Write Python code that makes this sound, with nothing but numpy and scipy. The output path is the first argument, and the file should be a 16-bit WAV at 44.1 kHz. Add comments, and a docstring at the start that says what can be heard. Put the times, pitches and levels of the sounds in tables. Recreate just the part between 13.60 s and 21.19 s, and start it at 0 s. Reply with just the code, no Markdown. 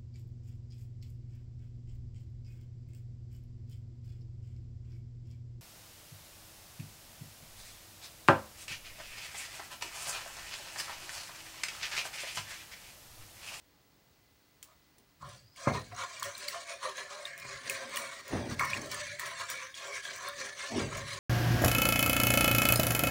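"""First comes quiet kitchen air with a low murmur; after about a second a ladle starts to stir thick custard
in a coated pan on a gas stove, close to a phone. Each stroke drags the bowl over the pan floor: gritty rubbing
makes the hiss and sets the pan ringing, and now and then one mode sings out. Shoves rock the pan on its trivet
with a low rumble. Knocks are short pushes that ring pan and stove; ticks are tiny rings with a crack. Squeaks
and a swish come from the custard. Behind it all lie the air, the murmur and a faint steady whine."""
import sys
import numpy as np
from scipy import signal
from scipy.fft import rfft, irfft
from scipy.io import wavfile
from scipy.ndimage import uniform_filter1d

SR = 44100
rng = np.random.default_rng(int(sys.argv[2]) if len(sys.argv) > 2 else 0)


def file_out(sig):
    """Save sig as 16-bit WAV at sys.argv[1]."""
    # one column per channel
    cols = np.atleast_2d(sig).T
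    # limit, then scale
    lim = np.clip(cols, -1, 1)
    pcm = np.round(lim * 32767).astype(np.int16)
    wavfile.write(sys.argv[1], SR, pcm)


N = 334719  # length in samples

# All table levels are before the small trims made where they are played.
# Strokes of the ladle: peak t/s, rise t/s, fall t/s, then level/dB of hiss, rim ring, wall ring, floor ring
STROKES = [(1.095, 0.072, 0.12, -74, -78, -64.5, -74), (1.628, 0.032, 0.19, -62, -63, -48, -52.5),
           (1.699, 0.096, 0.19, -59, -68.5, -88.5, -60), (2.004, 0.059, 0.44, -51, -54.5, -54.5, -52),
           (2.072, 0.028, 0.078, -50, -41.5, -38, -35), (2.145, 0.027, 0.11, -49, -48, -38, -46),
           (2.314, 0.015, 0.027, -82.5, -52.5, -52, -49.5), (2.411, 0.08, 0.12, -46.5, -46.5, -37.5, -45.5),
           (2.56, 0.31, 0.97, -51.5, -55, -54.5, -57), (2.644, 0.02, 0.15, -47.5, -48, -42.5, -45),
           (2.829, 0.11, 0.25, -47, -50.5, -54, -52.5), (2.928, 0.02, 0.2, -47.5, -51, -43.5, -43.5),
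           (3.103, 0.067, 0.18, -48.5, -49, -51, -46.5), (3.241, 0.04, 0.15, -45, -45.5, -38, -42),
           (3.389, 0.065, 0.12, -46, -45, -50, -44), (3.512, 0.077, 0.31, -51, -55, -49, -46.5),
           (3.666, 0.049, 0.13, -54, -50.5, -57, -75.0), (3.815, 0.35, 0.46, -63, -49.5, -74, -54.5),
           (3.883, 0.16, 0.29, -50.5, -52, -51, -54.5), (4.114, 0.12, 0.25, -45, -44, -50.5, -45.5),
           (4.211, 0.078, 0.15, -51.5, -51, -48.5, -48.5), (4.373, 0.11, 0.39, -45, -44.5, -45, -47),
           (4.584, 0.0044, 0.051, -56.5, -53, -47, -61), (4.712, 0.08, 0.37, -49, -47.5, -47.5, -40.5),
           (4.911, 0.028, 0.065, -44.5, -45.5, -44.5, -63), (4.999, 0.017, 0.15, -44.5, -35.5, -30.5, -46),
           (5.132, 0.22, 0.2, -46, -42.5, -47, -45), (5.242, 0.067, 0.11, -49.5, -94, -53.5, -44),
           (5.313, 0.024, 0.27, -44, -46, -46, -51), (5.46, 0.21, 0.26, -49, -45.5, -73, -49.5),
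           (5.596, 0.019, 0.47, -45.5, -42.5, -44.5, -48.5), (5.8, 0.034, 0.11, -44, -44.5, -43, -50),
           (5.906, 0.036, 0.13, -42, -43.5, -46.5, -47.5), (6.013, 0.078, 0.16, -48.5, -45.5, -49, -57),
           (6.149, 0.012, 0.4, -52.5, -59, -75, -89.5), (6.27, 0.13, 0.17, -50.5, -49.5, -47, -47),
           (6.357, 0.078, 0.1, -46, -45.5, -51, -59), (6.444, 0.03, 0.33, -45.5, -44.5, -55.5, -49),
           (6.67, 0.15, 0.13, -46.5, -44.5, -44, -47), (6.808, 0.082, 0.24, -44, -44.5, -50.5, -45),
           (7.014, 0.083, 0.28, -43, -45.5, -47.5, -48), (7.192, 0.091, 0.18, -42.5, -43.5, -46, -43),
           (7.363, 0.12, 0.18, -46.5, -45, -46.5, -45), (7.546, 0.14, 0.15, -45, -47.5, -50.5, -48.5)]
STROKE_CURVE = (1.95, 1.67)  # roundness of rise and fall: 1 = straight in dB, 2 = bell
# Per part: (lag behind the listed peak t/s, share of the listed fall time)
HISS_TIMING, RIM_TIMING, WALL_TIMING, FLOOR_TIMING = (0.0028, 0.83), (0.0054, 0.81), (0.0034, 0.63), (0.0095, 0.68)
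# Ringing tones (modes) of the pan's floor, wall and rim, and of the ladle: f/Hz, level/dB
FLOOR_MODES = [(393, -6.5), (533, 3.5), (575, 4), (610, -7.5), (660, 1), (720, -1.5), (838, -12)]
WALL_MODES = [(960, 2.2), (1020, 6.3), (1065, 8.8), (1135, 8.1), (1230, 5.6), (1320, 1.1), (1405, 4.3)]
RIM_MODES = [(1600, 1), (1680, 5.5), (1810, 4.5), (1890, -1), (2010, -2.5), (2180, 2), (2280, 3),
             (2450, -3.5)]
LADLE_MODES = [(3330, -9.5), (4170, -2.5), (4650, -6.5), (5800, -5), (6400, -11), (8600, -13)]
# Tone colour of the rubbing hiss and of the wet crackle: f/Hz, level/dB
HISS = [(1410, -25), (2400, -10), (2490, -10), (2850, -6), (3430, -5), (4310, -4.5), (5060, -9),
        (5820, -6.5), (6570, -6.5), (9030, -14), (11000, -25), (14300, -80)]
WET = [(5000, -81), (8500, -1.5), (12100, -14), (13500, -28), (14900, -2.5), (15500, -13), (16000, -6)]
# Crackle level/dB at the hiss level/dB of a firm stroke, and dB gained per dB of hiss
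CRACKLE_DB, FIRM_DB, CRACKLE_SLOPE = -64.5, -49, 0.86


def scraping(hiss_db):
    """The ladle bowl drags over the coating: hiss, wet crackle, ladle tones and the pan's modes."""
    rim_db = swells(STROKES, 4, RIM_TIMING, STROKE_CURVE)
    wall_db = swells(STROKES, 5, WALL_TIMING, STROKE_CURVE)
    floor_db = swells(STROKES, 6, FLOOR_TIMING, STROKE_CURVE)
    slip_db = 1.2 * walk(22) + 2.2 * walk(150)  # the grip slips and catches

    hiss, force = 0, grit(0.57) + 0.13 * pops(97, 2.5)
    for hz in 2400 * 2 ** np.arange(0, 2.3, .15):  # each patch of the hiss swishes on its own
        patch = [(hz / 1.11, -40), (hz / 1.05, 0), (hz * 1.05, 0), (hz * 1.11, -40)]
        patch_db = 3.16 * walk(12) - 4.3 * np.abs(walk(40))
        hiss = hiss + undb(patch_db) * colour(force, patch)
    hiss = colour(hiss, HISS)
    running_level = np.sqrt(uniform_filter1d(hiss ** 2, size=4000))
    hiss *= undb(hiss_db + slip_db - 0.83) / running_level  # evened out, then given the strokes' level

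    crackle_db = CRACKLE_DB + CRACKLE_SLOPE * (hiss_db - FIRM_DB)  # harder strokes squeeze out more bubbles
    crackle_db = crackle_db + slip_db + 2.1 * walk(4.27) + 0.84 * walk(38)
    wet = unit(colour(grit(4.3) + 0.33 * pops(50, 7.7), WET)) * undb(crackle_db)

    # many weak modes fill the valleys between the strong ones
    body = unit(colour(grit(4.3), [(700, -34), (1100, -4.5), (2000, 12.0), (2800, 0.5)]))
    body *= undb(rim_db + slip_db - 6.0)

    pan = rubbed(FLOOR_MODES, 0.073, floor_db + slip_db / 2 - 2.5 + 0.77 * walk(14), 6.2, 13, 0.018)
    pan += rubbed(WALL_MODES, 0.032, wall_db + slip_db / 2 - .6, 3.0, 18, 0.012)
    pan += rubbed(RIM_MODES, 0.024, rim_db + slip_db / 2 - 0.7, 5.9, 18, 0.025)
    ladle = rubbed(LADLE_MODES, 0.01, hiss_db - 9, 6.0, 20, 0.03)
    return hiss + squeaks(hiss_db) + wet + ladle + pan + body


def squeaks(hiss_db, rate=130, length_s=0.035, level_db=0.1):
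    """Air squeezed out of the custard: brief gliding whistles, rate per second, that follow the hiss level."""
    out = np.zeros(N + 4096)  # spare room for the last whistle
    for s, pitch, glide, size in rng.random((int(rate * N / SR), 4)):
        n, i = int(length_s * SR * (0.35 + 1.85 * size ** 2)), int(s * N)
        hz = 1300 * 7.5 ** pitch * (1 + 0.062 * (glide - .4) * np.linspace(0, 1, n))
        whistle = np.hanning(n) * np.sin(2 * np.pi * np.cumsum(hz) / SR)
        out[i:i + n] += undb(level_db - 9.0 * glide - 5.0 * pitch) * whistle
    return out[:N] * undb(hiss_db)


# Ring accents, moments when one mode of the rubbed pan sings out: peak t/s, length t/s, level/dB, f/Hz
RING_ACCENTS = [(4.24, 0.064, -48.5, 538), (5.966, 0.052, -45, 2290), (6.35, 0.048, -41.5, 2220),
                (7.148, 0.04, -44, 667), (7.334, 0.019, -42, 1310), (7.365, 0.02, -48, 2260),
                (7.515, 0.015, -45, 2210)]


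def ring_accents(width=0.044):
    """Each accent is a brief swell of rough noise in one narrow mode of the rubbed pan."""
    t, out = np.arange(N) / SR, 0
    for s, length_s, db, hz in RING_ACCENTS:
        peak = [(hz / (1 + 2 * width), -25), (hz, 0), (hz * (1 + 2 * width), -25)]
        band = unit(colour(grit(1.2), peak))
        out = out + band * undb(db - 10 * ((t - s) / length_s) ** 2)
    return out


# Shoves that rock the pan on the trivet: peak t/s, rise t/s, fall t/s,
# low rumble level/dB, upper stove modes level/dB
SHOVES = [(1.401, 0.049, 0.032, -88, -67), (1.637, 0.068, 0.27, -52.5, -84),
          (2.084, 0.015, 0.14, -36, -38.5), (2.15, 0.073, 0.078, -45, -46), (2.312, 0.3, 0.17, -53.5, -68),
          (2.672, 0.15, 0.042, -60.5, -87), (3.919, 0.27, 0.11, -59.5, -92), (4.11, 0.13, 0.081, -61, -62),
          (4.34, 0.23, 0.47, -67, -62), (4.753, 0.058, 0.29, -38.5, -37.5),
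          (4.938, 0.197, 0.89, -47.5, -80), (5.16, 0.026, 0.24, -90.0, -46), (6.6, 0.18, 0.56, -66, -88),
          (6.81, 0.041, 0.1, -68, -59.5), (7.179, 0.08, 0.15, -38, -35), (7.378, 0.17, 0.27, -42.5, -56)]
SHOVE_CURVE = (3.1, 1.31)  # roundness of rise and fall, as for the strokes
LOW_TIMING, HIGH_TIMING = (0.00089, 1.06), (-0.00059, 0.92)  # (lag t/s, share of the fall time)
TREMBLE_LOW_DB, TREMBLE_HIGH_DB = -25, -27  # the stove trembles under any stroke, relative to its hiss
# Low and upper ringing tones of the stove top: f/Hz, level/dB
STOVE_LOW = [(55, -3.5), (74, -6), (101, 6), (136, 7), (165, -2.5), (190, -7.5)]
STOVE_HIGH = [(213, -4), (244, -1), (296, -7.5), (338, -9), (402, -2.5), (455, -9.5)]


def rocking(hiss_db):
    """The shoved pan judders on the trivet: stove-top modes over a dense rattle."""
    low_db = swells(SHOVES, 3, LOW_TIMING, SHOVE_CURVE)
    high_db = swells(SHOVES, 4, HIGH_TIMING, SHOVE_CURVE)
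    judder_db = 1.8 * walk(45)
    # add the energies of shove and tremble
    low_db = 20 * np.log10(np.hypot(undb(low_db), undb(hiss_db + TREMBLE_LOW_DB))) + judder_db
    high_db = 20 * np.log10(np.hypot(undb(high_db), undb(hiss_db + TREMBLE_HIGH_DB))) + judder_db
    rattle = unit(colour(grit(1.9), [(150, -29.0), (250, 7.5), (450, 0.5), (900, -2), (1500, -34)]))
    stove = rubbed(STOVE_LOW, 0.065, low_db - 0.7, 2.6, 14, 0.018)
    stove += rubbed(STOVE_HIGH, 0.07, high_db + 0.3, 3.3, 12, 0.012)
    return stove + rattle * undb(high_db - 2.3)


# Dull knocks of ladle on pan: t/s, peak level/dB, share of the low modes level/dB
KNOCKS = [(1.628, -32.5, -17), (2.072, -7.5, 1), (2.081, -12, 4), (2.098, -17, -8), (2.119, -18, 0),
          (2.319, -35, -3), (2.624, -18.5, -34), (2.944, -23, -28), (3.223, -31, -23), (3.85, -30.5, 1),
          (4.733, -19, 23), (4.756, -16, 12), (5.01, -13, -34), (5.026, -18.5, -31), (5.046, -19, -21),
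          (7.178, -29, 3), (7.326, -25, -14)]


def knocks():
    """Each blow is a short push into all the modes; random shares stand for its place on the pan."""
    low, high = FLOOR_MODES + STOVE_HIGH + STOVE_LOW, WALL_MODES + RIM_MODES
    out, shares = np.zeros(N), rng.standard_normal((len(KNOCKS), len(low + high)))
    push = np.zeros(SR // 4)
    push[:34] = np.hanning(34)  # under a millisecond of contact force
    rings = []
    for hz, db in low + high:
        t60 = 0.027 * (1000 / hz) ** 0.12  # the ladle stays in contact and damps the ring, high modes sooner
        kick = np.gradient(push) * SR / (2 * np.pi * hz)
        rings.append(undb(db) * mode(kick, hz, t60))
    rings = np.array(rings)
    is_low = np.arange(len(rings)) < len(low)
    for (s, db, low_db), share in zip(KNOCKS, shares):
        weights = np.sign(share) * undb(2.3 * np.abs(share)) * np.where(is_low, undb(low_db), 1)
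        ring = weights @ rings
        i = int(s * SR)
        out[i:i + len(ring)] += (undb(db - 8) * ring / np.max(np.abs(ring)))[:N - i]
    return out


# Sharp ticks and wet pops: t/s, level/dB, f/Hz, broad crack against the ring level/dB
TICKS = [(1.0277, -35.5, 7100, 18), (1.383, -56.5, 1990, 23.5), (1.961, -40, 2190, 10.5),
         (2.146, -29, 4400, -6), (2.3484, -34, 5810, -1), (2.3635, -29.5, 6540, -1),
         (2.597, -25.5, 6800, 4), (2.629, -21, 4370, 14), (2.638, -24, 3280, -4), (2.752, -23.5, 4100, -7),
         (2.779, -38, 7450, 20), (2.881, -20.5, 4130, 6), (2.884, -16, 4600, 5), (2.8853, -21, 2130, 4),
         (3.3707, -27, 6300, 0), (3.6537, -17, 3680, -6), (3.7779, -33, 2300, 13),
         (3.7986, -35, 5200, 11.5), (3.849, -30, 2070, -3), (4.0425, -46, 5000, 12), (4.0973, -13, 2510, 7),
         (4.359, -22.5, 3410, 13.5), (4.3696, -18, 2880, 7), (4.373, -16.5, 1860, 8.5),
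         (4.5932, -31, 2290, -14), (4.6796, -38.5, 5000, 18), (4.8991, -30, 5950, 5),
         (4.995, -9.5, 2170, -2), (5.05, -27.5, 2320, 13.5), (5.133, -9.5, 2450, -22),
         (5.1417, -18.5, 2770, -5), (5.2164, -25, 6200, -2), (5.2594, -40, 4620, 17),
         (5.344, -21.5, 8630, 5), (5.315, -23.5, 5440, 8), (5.596, -16.5, 1850, 4),
         (5.659, -24, 2050, 10.5), (5.8002, -27, 3430, -1), (5.9003, -23, 2260, 14.5),
         (6.1424, -25.5, 3300, -10), (6.4528, -23.5, 3380, -5), (6.56, -30, 2300, 12),
         (7.37, -28.5, 2280, 9)]
# Tone colour of the crack: f/Hz, level/dB
CRACK = [(1000, -5), (2500, 1), (5000, 0.5), (9000, 5.5), (13300, -6.5), (15000, 6), (16000, 7)]


def ticks():
    """A short ring that rises from the tick's pitch, with a broad crack and a gritty tail."""
    out, t = np.zeros(N), np.arange(SR // 10) / SR
    noise = rng.standard_normal((len(TICKS), len(t)))
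    for (s, db, hz, crack_db), hiss in zip(TICKS, noise):
        ring = np.sin(2 * np.pi * hz * t * (1 + 0.86 * t))
        ring *= (1 - np.exp(-t / 0.00029)) * undb(-60 * t / 0.021)
        grains = np.abs(np.repeat(hiss[::40], 40)[:len(t)]) ** 0.64  # uneven steps roughen the tail
        fade = np.exp(-t / 0.00062) + 0.14 * np.exp(-t / 0.023) * grains
        crack = unit(colour(hiss, CRACK)) * (1 - np.exp(-t / 0.00024)) * 1.73 * fade
        i = int(s * SR)
        out[i:i + len(t)] += (undb(db - 8.5) * (ring + undb(crack_db - 12.0) * crack))[:N - i]
    return out


# A thin swish as custard slides off the ladle: t/s, level/dB, f/Hz
SWISH = [(1.68, -76, 4180), (1.78, -65, 4630), (1.9, -71, 4900), (1.96, -65, 5060), (2.0, -120, 5150)]


def swish():
    """A narrow band of sliding noise that rises in pitch."""
    db, hz = curves(SWISH)
    band = unit(colour(grit(1.4), [(1, -4), (150, 7), (450, -13)]))
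    carrier = np.sin(2 * np.pi * np.cumsum(hz) / SR)  # lifts the low noise up to the swish's pitch
    return np.sqrt(2) * band * undb(db) * carrier


# Tone colour of the kitchen air: f/Hz, level/dB
KITCHEN = [(18, -43), (30, -3), (98, -2), (259, -11), (287, -2.5), (319, -8), (461, -12.5), (937, -14.5),
           (3770, -18.5), (4190, -16), (10800, -28), (14800, -25.5), (16000, -6.5)]
KITCHEN_DB = -67.5  # mean level of the air
WHINE_HZ, WHINE_DB = 2016, -83.5  # a faint steady appliance tone


def kitchen():
    """Quiet kitchen air and microphone hiss, a restless low murmur and a faint whine."""
    t = np.arange(N) / SR
    air = unit(colour(rng.standard_normal(N), KITCHEN)) * undb(KITCHEN_DB + .7 * walk(3))
    murmur = unit(colour(rng.standard_normal(N), [(30, -29), (80, -2.0), (300, -11.0), (900, -15.0)]))
    # the murmur swells briefly, then settles early on
    murmur *= undb(np.interp(t, [0, .3, .75], [-76, -72, -82]) + 2.5 * walk(10))
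    whine = np.sqrt(2) * undb(WHINE_DB + 0.65 * walk(7.3)) * np.sin(2 * np.pi * WHINE_HZ * t)
    return air + murmur + whine


def room(x, t60=0.21, wet_db=-17):
    """Small hard kitchen: a decaying noise tail behind the direct sound."""
    t = np.arange(SR // 3) / SR
    tail = rng.standard_normal(len(t)) * undb(-60 * t / t60) * (t > .004)
    return x + undb(wet_db) * signal.fftconvolve(x, tail / np.sqrt(np.sum(tail ** 2)))[:N]


def rubbed(modes, t60, force_db, spot_db, rate, waver):
    """Modes fed by friction; the moving contact deals the force out among them and its load bends their pitch."""
    shares = np.array([undb(db + spot_db * walk(rate)) for _, db in modes])
    shares *= undb(force_db + 1.5 * walk(50)) / np.sqrt(np.sum(shares ** 2, axis=0))
    r = np.exp(-np.log(1000) / (t60 * SR))
    gain = np.sqrt(2 * (1 - r * r) ** 3 / (1 + r * r))  # keeps the level the same for any decay
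    out = 0
    for (hz, _), share in zip(modes, shares):
        turn = np.exp(2j * np.pi * np.cumsum(hz * (1 + waver * walk(rate))) / SR)
        push = grit(2.36) * share / turn  # shifted down so that the mode sits at 0 Hz
        # a double pole keeps the valleys between modes dark
        ring = signal.lfilter([gain], [1, -2 * r, r * r], push)
        out = out + (ring * turn).imag
    return out


def mode(x, hz, t60):
    """One decaying resonance; an impulse of 1 rings with amplitude near 1."""
    r, w = np.exp(-np.log(1000) / (t60 * SR)), 2 * np.pi * hz / SR
    return signal.lfilter([0, np.sin(w)], [1, -2 * r * np.cos(w), r * r], x)


def grit(spread_db):
    """Friction force: dense grains of very unequal size, scaled to rms 1."""
    size_db = spread_db * np.minimum(rng.exponential(size=N), 7)
    return unit(rng.standard_normal(N) * undb(size_db))


def pops(rate, spread_db):
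    """Tiny bubbles burst at random, rate per second: lone clicks with a very short tail."""
    burst = (rng.random(N) < rate / SR) * undb(spread_db * rng.exponential(size=N))
    tail = np.exp(-np.arange(SR // 100) / SR / 0.0018)
    return unit(signal.fftconvolve(burst, tail)[:N] * rng.standard_normal(N))


def swells(table, column, timing, curve):
    """Level in dB of overlapping swells, each 20 dB down one rise before and one (scaled) fall after its peak."""
    peak, rise, fall = np.transpose(table)[:3]
    t = np.arange(0, N / SR + .002, .001)  # worked out every millisecond
    late = t[:, None] - peak - timing[0]
    distance = np.abs(late / np.where(late < 0, rise, fall * timing[1]))
    shape_db = -20 * distance ** np.where(late < 0, *curve)
    power = np.sum(undb(np.transpose(table)[column] + shape_db) ** 2, axis=1)
    return np.interp(np.arange(N) / SR, t, 10 * np.log10(power + 1e-12))


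def walk(rate):
    """Random levels held 1 / rate s and smoothed twice; spread near 1."""
    k = int(SR / rate)
    steps = np.repeat(rng.standard_normal(N // k + 1), k)
    return 1.183 * uniform_filter1d(uniform_filter1d(steps, k), k)[:N]


def curves(table):
    """Columns of a time table at every sample; the first, a level, is at -120 dB before the start."""
    s, db, *rest = np.transpose(table)
    t = np.arange(N) / SR
    return [np.interp(t, s, db, left=-120)] + [np.interp(t, s, c) for c in rest]


def colour(x, points):
    """Sound shaped by (f/Hz, level/dB) points, joined on a log pitch scale and cut by 90 dB outside them."""
    hz, db = np.transpose(points)
    f = np.fft.rfftfreq(len(x), 1 / SR) + 1  # +1 avoids log of zero
    gain = undb(np.interp(np.log(f), np.log(hz), db, left=-90, right=-90))
    return irfft(rfft(x) * gain, len(x))


def undb(db):
    """Gain of a level in dB."""
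    return 10 ** (np.asarray(db) / 20)


def unit(x):
    """Scaled to rms 1."""
    return x / np.sqrt(np.mean(x ** 2))


def scene():
    """Ladle, custard and pan in the room, over the kitchen air."""
    hiss_db = swells(STROKES, 3, HISS_TIMING, STROKE_CURVE)
    stirring = scraping(hiss_db) + swish() + rocking(hiss_db) + ring_accents() + knocks() + ticks()
    return (room(stirring) + kitchen())[None]


def record(dry):
    """The deepest bass below 42 Hz is rolled off, and the phone cuts the top above 15750 Hz."""
    bass_cut = signal.butter(3, 42, "high", fs=SR, output="sos")
    top_cut = signal.ellip(10, .2, 60, 15750, fs=SR, output="sos")
    return signal.sosfilt(top_cut, signal.sosfilt(bass_cut, dry))


dry = scene()
out = record(dry)
file_out(out)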